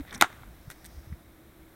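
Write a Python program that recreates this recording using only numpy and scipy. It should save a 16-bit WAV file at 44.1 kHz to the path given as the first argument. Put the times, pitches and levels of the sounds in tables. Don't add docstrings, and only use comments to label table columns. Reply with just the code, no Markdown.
import sys
import numpy as np
from scipy import signal
from scipy.fft import rfft, irfft, next_fast_len
from scipy.io import wavfile

SR = 44100
rng = np.random.default_rng(int(sys.argv[2]) if len(sys.argv) > 2 else 0)


def waveform_to_disk(signal):
    frames = np.transpose(np.atleast_2d(signal))
    scaled = np.clip(frames, -1, 1) * 32767
    samples = np.round(scaled).astype(np.int16)
    wavfile.write(sys.argv[1], SR, samples)


N = 77175
T = np.arange(N) / SR

# pitch_hz, level_db
GRIT_COLOUR = [(100, -0.5), (280, 3.5), (550, -3), (1200, -1.5), (1950, 3), (2400, -1.5), (2850, -12),
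               (3700, -2.5), (4800, -14), (5800, -6), (7200, -11.5), (8600, -3), (10500, -11.5),
               (12500, -8.5), (16000, -11.5)]


def from_db(db):
    return 10 ** (np.asarray(db) / 20)


def unit_power(x):
    return x / np.sqrt(np.mean(x ** 2) + 1e-20)


def level(rows):
    return from_db(np.interp(T, *np.transpose(rows)))


def colour(x, points):
    size = 2 * next_fast_len(N)
    hz, db = np.transpose(points)
    pitches_hz = np.arange(size // 2 + 1) * SR / size
    gain = unit_power(from_db(np.interp(np.log(pitches_hz + 1), np.log(hz), db)))
    cepstrum = irfft(np.log(gain))
    cepstrum[1:size // 2] *= 2
    cepstrum[size // 2 + 1:] = 0
    return irfft(rfft(x, size) * np.exp(rfft(cepstrum)))[:N]


def dull(x, top_hz):
    return signal.sosfilt(signal.butter(2, top_hz, fs=SR, output="sos"), x + 1e-18)


def band(x, low_hz, top_hz):
    band_pass = signal.butter(2, [low_hz, top_hz], "band", fs=SR, output="sos")
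    return unit_power(signal.sosfilt(band_pass, x))


def envelope(start_s, fade_s, rise_s, hold_s=0):
    age = T - start_s
    return np.clip(age / rise_s, 0, 1) * 1000. ** -np.clip((age - rise_s - hold_s) / fade_s, 0, 5)


def wind():
    # time_s, level_db
    gusts = [(0.0, -35), (0.038, -56), (0.214, -44.5), (0.248, -58.5), (0.482, -46), (0.638, -57),
             (0.682, -42.5), (0.72, -58), (0.994, -50.5), (1.042, -58), (1.134, -45.5), (1.178, -56.5),
             (1.49, -57), (1.534, -69), (1.618, -53), (1.75, -69)]
    # pitch_hz, level_db
    tone = [(20, -7), (40, -3.5), (60, 6), (100, -4.5), (200, -15.5), (400, -33.5), (1000, -61)]
    return from_db(-0.5) * level(gusts) * colour(rng.standard_normal(N), tone)


def outdoor_hiss():
    # time_s, level_db
    volume = [(0, -53.5), (.5, -56), (.95, -55.5), (1.3, -57.5), (1.75, -56.5)]
    # pitch_hz, level_db
    tone = [(30, -2), (150, 5), (330, 0.5), (480, -4.5), (620, -1.5), (900, -8), (1500, -8), (2200, -9.5),
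            (2800, -18.5), (3800, -13.5), (4700, -25.5), (6500, -24.5), (8500, -19.5), (10000, -20),
            (12500, -16), (16000, -18)]
    return level(volume) * colour(rng.standard_normal(N), tone)


def distant_hum(pitch_hz=324.6, waver_hz=26):
    # time_s, level_db
    volume = [(0, -70), (.85, -64), (1.0, -65.5), (1.25, -59.5), (1.75, -60.5)]
    waver = dull(rng.standard_normal(N), waver_hz) + 1j * dull(rng.standard_normal(N), waver_hz)
    note = np.exp(2j * np.pi * pitch_hz * T)
    return level(volume) * unit_power(np.real((1 + waver / np.std(waver)) * note))


def high_hiss():
    # time_s, level_db
    volume = [(0, -76), (.45, -76), (.7, -69.5), (.95, -65), (1.2, -76), (1.75, -80)]
    # pitch_hz, level_db
    tone = [(2500, -19), (4200, -8), (4900, -4), (5600, -2), (6200, -5.5), (7500, -16), (9000, -12.5),
            (12000, -28)]
    return level(volume) * colour(rng.standard_normal(N), tone)


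def microphone_bumps():
    # peak_s, level_db, pitch_hz, width_s
    bumps = [(.004, -31, 277, 0.01), (0.154, -37.5, 210, 0.0069), (0.183, -42, 245, .005),
             (0.6785, -34.5, 98, 0.0048), (0.981, -36, 65.7, 0.012), (1.077, -38.5, 85, 0.0059),
             (1.129, -34.5, 72, 0.02), (1.127, -33.5, 150.4, 0.0048)]
    return sum(from_db(db) * np.exp(-((T - peak) / width) ** 2) * np.sin(2 * np.pi * hz * (T - peak))
               for peak, db, hz, width in bumps)


def scuffs(grains_per_s=5000, spread_db=3.5):
    # peak_s, level_db, rise_s, fall_s, low_hz, top_hz
    rubs = [(.006, -48.5, 0.013, 0.0059, 900, 4020), (.094, -52, 0.03, 0.022, 1210, 3974),
            (0.137, -42.5, 0.02, 0.044, 120, 1960), (0.149, -36, 0.0093, 0.0074, 1260, 8400),
            (.209, -44.5, 0.0087, .004, 1500, 3600), (.712, -49.5, 0.0059, 0.016, 983, 15000),
            (0.859, -45.5, 0.0064, 0.0086, 3560, 14900)]
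    sizes = from_db(spread_db * np.minimum(rng.exponential(1, N), 4))
    clicks = sizes * rng.choice([-1, 1], N) * (rng.random(N) < grains_per_s / SR)
    grit = colour(clicks, GRIT_COLOUR)
    sound = np.zeros(N)
    for peak, db, rise, fall, low, top in rubs:
        swell = np.exp(-((T - peak) / np.where(T < peak, rise, fall)) ** 2)
        sound += from_db(db) * swell * band(grit, low, top)
    return sound


def taps():
    # start_s, level_db, fade_s, low_hz, top_hz
    knocks = [(0.0509, -38.5, 0.0091, 545, 1300), (0.0945, -44.5, 0.0083, 1510, 4460),
              (0.1089, -43.5, 0.019, 2980, 4960), (0.1275, -37, 0.018, 800, 7950),
              (0.1475, -38, 0.0042, 1490, 13000), (0.1561, -34.5, 0.018, 5400, 6270),
              (0.178, -44, 0.011, 4800, 11160), (.3012, -38, 0.013, 400, 1100),
              (0.3274, -46, .02, 400, 6000), (0.7015, -35, 0.015, 585, 14100),
              (.7110, -45, .012, 6000, 15000), (0.7166, -39.5, 0.0067, 910, 5040),
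              (0.8444, -41.5, 0.0088, 1600, 13930), (0.8501, -41, 0.0097, 900, 7060),
              (1.126, -47, 0.029, 1400, 2330)]
    contact = colour(rng.choice([-1., 1.], N), GRIT_COLOUR)
    return sum(from_db(db) * envelope(start, fade, rise_s=.0004) * band(contact, low, top)
               for start, db, fade, low, top in knocks)


def snaps():
    # start_s, level_db, hold_s, fade_s
    cracks = [(0.2112, -10, 0.0015, 0.0078), (0.2156, -18.5, .0007, 0.0077), (0.2219, -12, 0.0022, 0.0046)]
    # pitch_hz, level_db
    tone = [(60, -20.5), (170, -11.5), (370, -5), (510, -16), (680, -2), (1000, 2.5), (1350, 1.5),
            (1720, -5), (2050, 4.5), (2850, -11.5), (3700, -3.5), (5300, -15), (6500, -5), (7800, -14.5),
            (9000, -11), (10800, -19.5), (12000, -11), (15500, -24.5)]
    force = sum(from_db(db) * envelope(start, fade, rise_s=.0001, hold_s=hold)
                for start, db, hold, fade in cracks)
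    return colour(force * rng.choice([-1, 1], N), tone)


def pop(start_s=0.22425, peak_db=0.5):
    # pitch_hz, level_db
    tone = [(60, -30.5), (200, -19), (350, -10.5), (480, -20.5), (660, -0.5), (1000, -1), (1420, 4.5),
            (1720, -5), (2000, -8), (2400, -20), (2900, -18), (3600, -34.5), (5500, -42.5), (16000, -61)]
    push = np.interp(T - start_s, [-1 / SR, 0, 1 / SR], [0, -1, 0])
    pulse = colour(push, tone)
    return from_db(peak_db) * pulse / np.abs(pulse).max()


def yard(burst):
    # delay_s, level_db, top_hz
    bounces = [(.0036, -22, 2500), (.0098, -18, 2800), (.0208, -19, 2800), (0.2105, -38.5, 2500)]
    # level_db, fade_s, rise_s
    tails = [(-16, 0.11, .008), (-30.5, 1.0, 0.041)]
    # pitch_hz, level_db
    tone = [(100, -16), (200, -9.5), (350, -1), (500, -9.5), (720, -4.5), (1400, 2), (2300, -7.5),
            (2900, -11.5), (3600, -8.5), (4700, -22), (6500, -19), (9000, -21.5), (11000, -30.5),
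            (16000, -33.5)]
    echoes = sum(from_db(db) * np.interp(T - delay, T, dull(burst, top), left=0)
                 for delay, db, top in bounces)
    decay = sum((from_db(db) * unit_power(envelope(0, fade, rise))) ** 2 for db, fade, rise in tails) / N
    tail_power = np.maximum(signal.fftconvolve(burst ** 2, decay)[:N], 0)
    return echoes + np.sqrt(tail_power) * colour(rng.standard_normal(N), tone)


def scene():
    burst = snaps() + pop()
    events = burst + yard(burst) + scuffs() + taps() + microphone_bumps()
    background = wind() + outdoor_hiss() + distant_hum() + high_hiss()
    return (events + background)[None]


def record(dry, peak_limit=0.96, top_hz=15900):
    rounded = dry / (1 + (dry / peak_limit) ** 4) ** .25
    return signal.sosfilt(signal.ellip(12, .1, 90, top_hz, fs=SR, output="sos"), rounded)


dry = scene()
out = record(dry)
waveform_to_disk(out)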